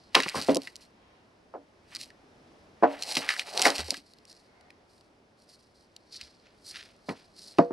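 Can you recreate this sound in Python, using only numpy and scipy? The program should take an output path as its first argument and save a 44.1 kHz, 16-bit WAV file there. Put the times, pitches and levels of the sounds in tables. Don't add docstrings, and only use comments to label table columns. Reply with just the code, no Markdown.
import sys
import numpy as np
from scipy import signal
from scipy.fft import rfft, irfft, next_fast_len
from scipy.io import wavfile
from scipy.ndimage import uniform_filter1d

SR = 44100
rng = np.random.default_rng(int(sys.argv[2]) if len(sys.argv) > 2 else 0)


def to_wav(sig):
    pcm = np.clip(np.atleast_2d(sig), -1, 1) * 32767
    pcm = np.round(pcm).astype(np.int16)
    wavfile.write(sys.argv[1], SR, pcm.T)


N = 340452
TIME = np.arange(N) / SR
RING_TIME = TIME[:SR // 3]
CONTROL_TIME = np.arange(0, N / SR, .002)
GRID_HZ = np.linspace(1, SR / 2, 2049)


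def undb(db):
    return np.exp(np.asarray(db) * (np.log(10) / 20))


def unit(x):
    return x / np.sqrt(np.mean(x ** 2))


def fade(t60, t=RING_TIME):
    return np.exp(-np.log(1000) * t / max(t60, 1e-4))


def spectrum(points, hz=GRID_HZ):
    point_hz, value = np.transpose(points)
    return np.interp(np.log(hz + 1), np.log(point_hz + 1), value)


def resonance(hz, q):
    return -10 * np.log10(1 + (q * (GRID_HZ / hz - hz / GRID_HZ)) ** 2)


def tint(x, db):
    cepstrum = irfft(np.log(undb(db)))
    half = len(cepstrum) // 2
    cepstrum[1:half] *= 2
    cepstrum[half + 1:] = 0
    impulse = irfft(np.exp(rfft(cepstrum)))
    return signal.oaconvolve(x, impulse)[:len(x)]


def add(track, s, x):
    i = min(int(s * SR), N)
    track[i:i + len(x)] += x[:N - i]


def walk(rate):
    k = int(SR / rate)
    held = np.repeat(rng.standard_normal(N // k + 1), k)
    return unit(uniform_filter1d(held, k)[:N])


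def grains(rate, spread_db, patchy_db, patch_rate):
    size = np.minimum(rng.exponential(size=N // 4), 4)
    sign = rng.choice([-1, 1], N // 4)
    at = np.flatnonzero(rng.random(N) < rate / SR)[:len(size)]
    bunch = np.interp(at * patch_rate / SR, np.arange(N // 100), rng.standard_normal(N // 100))
    level_db = spread_db * size[at // 4] + patchy_db * np.sqrt(3 / 2) * bunch
    out = np.zeros(N)
    out[at] = sign[at // 4] * undb(level_db)
    return out


def swell(s, rise, hold, fall):
    early = np.maximum(s - CONTROL_TIME, 0)
    late = np.maximum(CONTROL_TIME - s - hold, 0)
    return .1 ** np.minimum(early / max(rise, 1e-3) + late / max(fall, 1e-3), 6)


def per_sample(curves):
    return [np.interp(TIME, CONTROL_TIME, curve) for curve in curves]


BOARD_MODES = { "upper": [(149, -15.5, 0.29), (224, -10, 0.037), (276, 2, 0.15), (366, -7.5, 0.057),
               (433, -2.5, 0.12), (543, 2.5, 0.088), (628, 1.5, 0.062), (760, -13, 0.033),
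               (800, -4.5, 0.09), (950, -1.5, 0.041), (1053, -3.5, 0.13), (1140, -14, 0.087),
               (1373, -10.5, .07)], "long": [(144.3, -19, 0.21), (282.4, -1, 0.27), (384.6, -11, 0.14),
               (474, -4, .18), (580.3, -11, 0.16), (608.5, -2.5, 0.23), (710, 3.5, 0.09), (803, -2, 0.071),
               (848, -2.5, 0.087), (820, -11, 0.042), (985, -3.5, .08), (1128, -12.5, 0.05),
               (1428, -12, 0.071), (1510, -7.5, 0.097), (1774, -9, 0.052), (1947, -19, .06),
               (2150, -21.5, 0.044)], "lower": [(155, -6.5, 0.29), (253, 5.5, 0.076), (292, 1.5, 0.17),
               (350, -9.5, 0.33), (482, 6.5, 0.3), (552, 2.5, 0.19), (683, 8, 0.2), (893, 3, 0.094),
               (996, -1, 0.046), (1167, 13.5, 0.02), (1500, -24, 0.045)]}


def timber_ring(name, length, travel_s=.003):
    out = 0
    for hz, db, t60 in BOARD_MODES[name]:
        t = np.maximum(RING_TIME - travel_s * np.sqrt(300 / hz), 0)
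        out = out + undb(db) * np.sin(2 * np.pi * hz * t) * fade(t60 * length, t)
    return out


# start_s, timber, level_db, lowest_excited_hz, highest_excited_hz,
# ring length factor, pile_clatter_db (against the ring), slap_delay_s, slap_db (over the first touch),
# factor on both excited limits for the slap
LANDINGS = [(.148, "upper", -20, 860, 3800, 0.83, 4, .015, 0, 0.4),
            (.26, "upper", -34, 130, 2000, 0.4, 7.5, .006, -15, 0.82),
            (0.3444, "upper", -32, 750, 1044, .23, -3.5, 0.0046, -17, 0.79),
            (.355, "upper", -30.5, 115, 2000, 1.7, 2.5, .019, -9, 0.66),
            (.483, "upper", -18.5, 299.8, 660, 2, -8, 0.0079, -2.5, 0.91),
            (.558, "upper", -29, 329.8, 558.4, .7, -10, .006, 3, 1.06),
            (1.538, "long", -39.5, 453, 950, 0.9, -3.5, .011, 2, 0.9),
            (2.824, "long", -19, 282, 1005, 1, -7.5, .009, 6, 1.41),
            (3.167, "long", -31, 130, 2400, 0.89, 1.5, .012, -3.5, 0.37),
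            (3.655, "long", -20, 390, 2500, 1.9, -1, .007, -4, 0.74),
            (3.791, "long", -38.5, 90, 900, 0.61, 7.5, .008, -6, 1.1),
            (3.884, "long", -42, 400, 800, 0.42, -1, 0.033, -1.5, 0.54),
            (7.086, "lower", -31.5, 119, 700, 1.22, 16, .006, -7.5, 3.5),
            (7.584, "lower", -14, 175, 440, 1.05, -6.5, .004, 1.5, 2.06),
            (7.707, "lower", -29.5, 120, 446, 2.1, 10, .004, -19, 1)]
REBOUND_WAIT, REBOUND_DB, REBOUND_SOFTNESS = 1.7, -8.5, .75


def contacts():
    for s, name, db, low_hz, high_hz, length, clatter_db, delay, slap_db, hardness in LANDINGS:
        modes = timber_ring(name, length)
        touch = 0, 0, 1
        slap = delay, slap_db, hardness
        rebound = delay * (1 + REBOUND_WAIT), slap_db + REBOUND_DB, hardness * REBOUND_SOFTNESS
        for late, lift_db, band in [touch, slap, rebound]:
            yield s + late, name, modes, db + lift_db, low_hz * band, high_hz * band, length, clatter_db


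# pitch_hz, level_db
PILE_COLOUR = [(50, -36), (105, -16), (160, 1.5), (300, -0.5), (700, -2.5), (1100, -2), (1350, -5),
               (1900, -6.5), (3500, -16), (4500, -10.5), (7000, -17), (16000, -37)]


def knocks(radiate_hz=125, choke_t60=0.06, clatter_t60=0.11):
    out, attack, blows = np.zeros(N), slice(SR // 80), list(contacts())
    radiation = -10 * np.log10(1 + (radiate_hz / (GRID_HZ + 10)) ** 8)
    for s, name, modes, db, low_hz, high_hz, length, clatter_db in blows:
        contact = -10 * np.log10((1 + (low_hz / GRID_HZ) ** 5) * (1 + (GRID_HZ / high_hz) ** 5))
        contact = np.maximum(contact, -50) + radiation
        free_s = min([row[0] - s for row in blows if row[1] == name and row[0] > s], default=1)
        choke = fade(choke_t60, np.maximum(RING_TIME - free_s, 0))
        ring = tint(modes * choke, contact)
        noise = rng.standard_normal(len(RING_TIME)) * fade(clatter_t60 * length)
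        clatter = tint(noise, contact + spectrum(PILE_COLOUR))
        blow = ring / ring[attack].std() + undb(clatter_db) * clatter / clatter[attack].std()
        add(out, s, undb(db) * blow / blow[attack].std())
    return out


# pitch_hz, width_hz (before sharpening), lift_db
GRAIN_PEAKS = [(1713, 13, 0.5), (1878, 40, 1), (1970, 35, 6), (2120, 35, 2.5), (2240, 70, 1),
               (2486, 8.9, 3.5), (2868, 26, 3.5), (3820, 35, 8.5), (4270, 18, 4), (4443, 27, 5.5)]


def cross_grain():
    return sum(db * undb(2 * resonance(hz, hz / width)) for hz, width, db in GRAIN_PEAKS)


def burst(t60, tail_db, tail_t60, colour):
    t = RING_TIME[:SR // 6]
    envelope = fade(t60, t) + undb(tail_db) * fade(tail_t60, t)
    x = tint(rng.standard_normal(len(t)) * envelope, colour)
    return x / np.abs(x).max()


# start_s, peak_db, pitch_hz, t60_s
EDGE_CLACKS = [(.1465, -15, 2700, .03), (.151, -1.5, 2900, .014), (.158, -18, 2700, .24),
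               (.2025, -11, 1837, .009), (.2335, -19, 2802, .02), (.2825, -20, 2330, .025),
               (.673, -26, 1840, 0.021), (2.103, -42.5, 1700, .02), (3.1685, -12, 2718, .025),
               (3.29, -10, 1813, .014), (3.3025, -15, 1800, 0.13), (3.365, -27.5, 1703, .012),
               (3.3945, -14, 2900, .02), (3.4185, -27.5, 2200, .01), (3.653, -8.5, 1850, .05),
               (3.672, -16.5, 2088, .06), (3.942, -25, 1720, .018), (4.704, -41.5, 2090, .012),
               (6.212, -31, 2860, .016), (7.0908, -26, 2305, .036), (7.585, -21, 2570, 0.013),
               (7.597, -45, 4800, .13)]


def clacks():
    out = np.zeros(N)
    edge = [(100, -17.5), (1200, -4), (2000, -1), (3600, -4), (4600, 2.5),
            (7000, -6.0), (9000, -5.0), (12000, -9.5), (16000, -35.5)]
    for s, db, hz, t60 in EDGE_CLACKS:
        colour = spectrum(edge) + resonance(hz, 3.1) + cross_grain()
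        add(out, s, undb(db) * burst(t60, -22.0, 0.089, colour))
    return out


# start_s, peak_db (first crack), pitch_hz, parting_wait_s
SPLINTER_SNAPS = [(.205, -21, 5000, .019), (.289, -18, 4200, 0.0073), (.415, -20, 5600, 0.0081),
                  (.547, -13.5, 6500, .01), (.569, -17, 6000, .001), (.619, -31.5, 5000, .015),
                  (.757, -27.5, 7500, 0.0072), (1.95, -24.5, 4100, .003), (1.96, -21, 4500, 0.0068),
                  (1.999, -36, 3990, 0.045), (3.024, -17, 4200, 0.011), (3.114, -20.5, 3500, 0.0083),
                  (3.153, -13, 4000, .004), (3.576, -9, 4700, .019), (3.618, -4.5, 4200, .005),
                  (3.703, -13, 4300, .001), (3.782, -17, 4540, .012), (3.906, -10.5, 5460, .001),
                  (4.136, -42, 4900, 0.05), (4.253, -39, 4900, 0.075), (4.61, -49.5, 4400, .001),
                  (4.705, -45.5, 4490, 0.00098), (5.01, -48.5, 4500, .001), (5.964, -35.5, 5000, .001),
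                  (6.212, -31, 4160, 0.0027)]
# pitch_hz, level_db (per Hz)
FIBRE_COLOUR = [(300, -37.5), (1500, -19), (2700, -3), (3600, -8), (4200, 3.5), (5300, -2.5), (6900, -10.5),
                (8200, -5.5), (10500, -12.5), (13000, -18.5), (16000, -37)]


def snaps(parting_db=-2.5):
    out = np.zeros(N)
    for s, db, hz, wait in SPLINTER_SNAPS:
        colour = .8 * spectrum(FIBRE_COLOUR) + resonance(hz, 1.1) + .5 * cross_grain()
        for late, lift_db in [(0, 0), (wait, parting_db)]:
            add(out, s + late, undb(db + lift_db) * burst(.004, -22, .022, colour))
    return out


# hardest_grip_s, build_up_s, run_out_s (both per 20 dB),
# fibre_crackle_db, edge_rasp_db, board_groan_db
BOARD_SHOVES = [(.165, 0.022, .12, -40, -43, -46), (.24, 0.073, 0.088, -42.5, -39, -61.5),
                (.292, 0.075, 0.055, -43, -40, -53), (0.358, 0.031, 0.18, -35, -40.5, -52),
                (0.498, 0.043, .06, -37.5, -38, -49.5), (.64, .1, .13, -53, -57.5, -62),
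                (.82, 0.056, 0.07, -57.5, -67, -85), (1.95, 0.069, 0.05, -51.5, -47.5, -73.5),
                (2.012, 0.041, 0.054, -40.5, -65, -69.5), (2.928, 0.1, .15, -56.5, -45.5, -42),
                (3.025, .04, 0.065, -42, -53, -50), (3.115, .11, 0.06, -36, -47.5, -42),
                (3.152, .025, 0.036, -35.5, -46, -47), (3.179, .045, 0.08, -32, -45, -41.5),
                (3.24, 0.067, 0.14, -53, -39.5, -44), (3.305, 0.045, .13, -37, -41, -53.5),
                (3.39, .04, .06, -39, -46, -46), (3.484, 0.049, .05, -43, -47, -44.5),
                (3.605, 0.1, .15, -33, -43.5, -29.5), (3.671, 0.067, .06, -25, -27.5, -25.5),
                (3.755, .03, 0.06, -33.5, -42, -48.5), (3.795, 0.033, 0.087, -37.5, -40.5, -42.5),
                (3.92, .14, 0.066, -41, -54, -51), (3.972, .025, 0.037, -44, -56.5, -75)]


def friction():
    power = 0
    for s, rise, fall, *levels_db in BOARD_SHOVES:
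        power = power + np.outer(undb(levels_db), swell(s, rise, 0, fall)) ** 2
    return per_sample(np.sqrt(power))


# pitch_hz, level_db (per Hz)
RASP_COLOUR = [(300, -22), (900, -12), (1350, -5), (1850, -4.5), (2300, -4.5), (2900, -6), (3600, -12.5),
               (6000, -28.5), (16000, -60)]
# pitch_hz, width_hz (before sharpening), level_db (before it wanders)
GROAN_MODES = [(440, 170, -13), (600, 210, 0), (720, 83, 1.5), (800, 60, -3.5), (854, 17, -4),
               (1090, 47, -12)]


def slides(splinter_db=-7, shift_db=2.0):
    crackle, rasp, groan = friction()
    torn = spectrum(FIBRE_COLOUR) + cross_grain()
    fibres = unit(tint(grains(3000, 3.5, 2.2, 130), torn))
    splinters = unit(tint(grains(170, 3, 1.5, 40), torn))
    tearing = unit(fibres + undb(splinter_db) * splinters)
    slips = grains(1600, 2.2, 2.6, 80)
    edges = unit(tint(slips, spectrum(RASP_COLOUR) + cross_grain()))
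    judder = grains(2400, 1.5, 1.3, 60)
    body = 0
    for hz, width, db in GROAN_MODES:
        body = body + undb(db + shift_db * walk(22)) * tint(judder, 1.4 * resonance(hz, hz / width))
    board = unit(body + undb(-25) * tint(slips, spectrum(PILE_COLOUR)))
    return crackle * tearing + rasp * edges + groan * board


# start_s, swing_length_s, rustle_db, crunch_db,
# treble_db (driest leaves against the rustle)
BOOT_STEPS = [(0, .08, -65.5, -64, -9.5), (4.06, .06, -65, -84, 0.5), (4.29, 0.024, -54.5, -81, 0),
              (4.9, .1, -70.5, -93.5, 4), (5.39, .05, -72, -78, 4.5), (5.5, 0.055, -59.5, -79, 1),
              (5.76, 0.087, -68, -82, -0.5), (6.135, 0.028, -43.5, -55.5, -7),
              (6.36, 0.057, -82.5, -63.5, -5.5), (6.67, 0.042, -46, -42.5, 3.5),
              (7.08, .04, -51.5, -58.5, -2), (7.38, .14, -51, -59, 0.5)]
SWING_RISE_S, SWING_FALL_S = 0.029, 0.036
LANDING_S, TREAD_RISE_S, TREAD_FALL_S = .05, .05, 0.12
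TREAD_RUSTLE_DB, SETTLE_S = -8, .17
LIFT_DB, LIFT_S = -17, .15
SWING_CRUNCH_DB = -18


def gait():
    out = 0
    for s, length, rustle_db, crunch_db, treble_db in BOOT_STEPS:
        lands = s + length + LANDING_S
        lift = undb(LIFT_DB) * swell(s, LIFT_S, length, SWING_FALL_S)
        swing = swell(s, SWING_RISE_S, length, SWING_FALL_S)
        settle = undb(TREAD_RUSTLE_DB) * swell(lands, TREAD_RISE_S, 0, SETTLE_S)
        rustle = undb(rustle_db) * np.sqrt(lift ** 2 + swing ** 2 + settle ** 2)
        tread = undb(crunch_db) * swell(lands, TREAD_RISE_S, 0, TREAD_FALL_S)
        crunch = tread + undb(SWING_CRUNCH_DB) * rustle
        out = out + np.array([rustle, undb(treble_db) * rustle, crunch])
    return per_sample(out)


# pitch_hz, level_db (per Hz)
LEAF_COLOUR = [(500, -47.5), (2000, -26), (3500, -9), (4300, 7), (5200, 1), (6700, -9.5), (8500, -5),
               (11000, -12), (13000, -22), (16000, -43)]


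def steps(treble_hz=6500):
    rustle, treble, crunch = gait()
    leaves = unit(tint(grains(3000, 3.1, 2, 110), spectrum(LEAF_COLOUR)))
    high_pass = signal.butter(2, treble_hz, "high", fs=SR, output="sos")
    driest = signal.sosfiltfilt(high_pass, leaves)
    crushed = [(300, -20), (1000, -13.5), (1400, 2.5), (2300, 4), (3000, 3), (4500, 1.5), (16000, -41)]  # (Hz, dB)
    litter = unit(tint(grains(1400, 3.0, 1.6, 83), spectrum(crushed)))
    return rustle * (leaves - driest) + treble * driest + crunch * litter


# start_s, level_db, pitch_hz, t60_s
SOIL_THUDS = [(0.351, -46.5, 84.1, 0.35), (.49, -48, 81, 0.37), (3.789, -33.5, 75.7, .28),
              (6.225, -49, 71, 0.18), (7.09, -47, 100.8, 0.17)]


def thuds():
    out = np.zeros(N)
    for s, db, hz, t60 in SOIL_THUDS:
        soil = unit(tint(rng.standard_normal(len(RING_TIME)), 2 * resonance(hz, 3.1)))
        envelope = fade(t60) * (1 - fade(.04))
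        tone = np.sin(2 * np.pi * hz * RING_TIME)
        add(out, s, undb(db) * envelope * (tone + 0.46 * soil))
    return out


# pitch_hz, left_lead_rad (negative: the right port leads)
PORT_LEAD = [(20, 0), (90, -.15), (200, -.4), (500, -.75), (1150, -.75), (2300, -.48), (3800, -.3),
             (7000, -.4), (16000, -.45)]


def from_right(x):
    size = next_fast_len(N + SR // 10, True) // 2 * 2
    lead = spectrum(PORT_LEAD, np.linspace(0, SR / 2, size // 2 + 1))
    turn = np.exp(1j * lead / 2)
    whole = rfft(x, size)
    return np.array([irfft(whole * way)[:N] for way in (turn, turn.conj())])


def ground(x, db=-17):
    t = TIME[:SR // 60]
    scatter = rng.standard_normal((2, len(t))) * fade(.01, t)
    bright = tint(x, spectrum([(200, -14), (1500, -4), (4500, -1), (8000, 5), (12000, 7)]))
    return undb(db) * np.array([signal.oaconvolve(bright, s / np.linalg.norm(s))[:N] for s in scatter])


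def trunks(x, near_db=-27, near_t60=0.3, far_db=-43, far_s=0.94, far_spread_s=.11):
    t = TIME[:3 * SR // 2]
    near = fade(near_t60, t) * (1 - fade(.12, t))
    far = np.exp(-.5 * ((t - far_s) / far_spread_s) ** 2)
    envelope = (undb(near_db) * unit(near) + undb(far_db) * unit(far)) / np.sqrt(len(t))
    bark = [(80, -13), (300, -7.0), (800, 4.5), (2000, 3), (4500, -4.5), (9000, -15), (16000, -24.5)]  # (Hz, dB)
    ears = []
    for _ in range(2):
        echo = tint(rng.standard_normal(len(t)) * envelope, spectrum(bark))
        ears.append(signal.oaconvolve(x, echo)[:N])
    return np.array(ears)


# pitch_hz, level_db (per Hz)
AIR_COLOUR = [(15, -39.5), (25, -9.5), (102, -2.5), (137, -6.5), (223, -2), (394, -3.5), (531, -6.5),
              (575, -4.5), (1290, -15.5), (2760, -22), (3620, -23.5), (5280, -23), (7110, -34.5),
              (10100, -35.5), (16000, -60.5)]
# pitch_hz, side_minus_mid_db
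AIR_WIDTH = [(60, -19.5), (110, -21.5), (200, -12.5), (380, -8), (700, -5), (1290, -0.5), (2380, 1.5),
             (4400, -8.5), (8120, -2.5), (15000, -3.5)]


def air(level_db=-62, sway_db=-1.62):
    mid, side = (tint(rng.standard_normal(N), spectrum(AIR_COLOUR)) for _ in range(2))
    side = tint(side, spectrum(AIR_WIDTH))
    gain = undb(level_db + sway_db * walk(0.97))
    return gain * np.array([mid + side, mid - side]) / mid.std()


def scene():
    work = knocks() + clacks() + snaps() + slides() + steps() + thuds()
    return from_right(work) + ground(work) + trunks(work) + air()


def record(dry, port_hz=13500, top_hz=15800):
    port = signal.butter(3, min(port_hz, .45 * SR), fs=SR, output="sos")
    steep = signal.ellip(8, .2, 70, top_hz, fs=SR, output="sos")
    return signal.sosfilt(steep, signal.sosfilt(port, dry))


dry = scene()
out = record(dry)
to_wav(out)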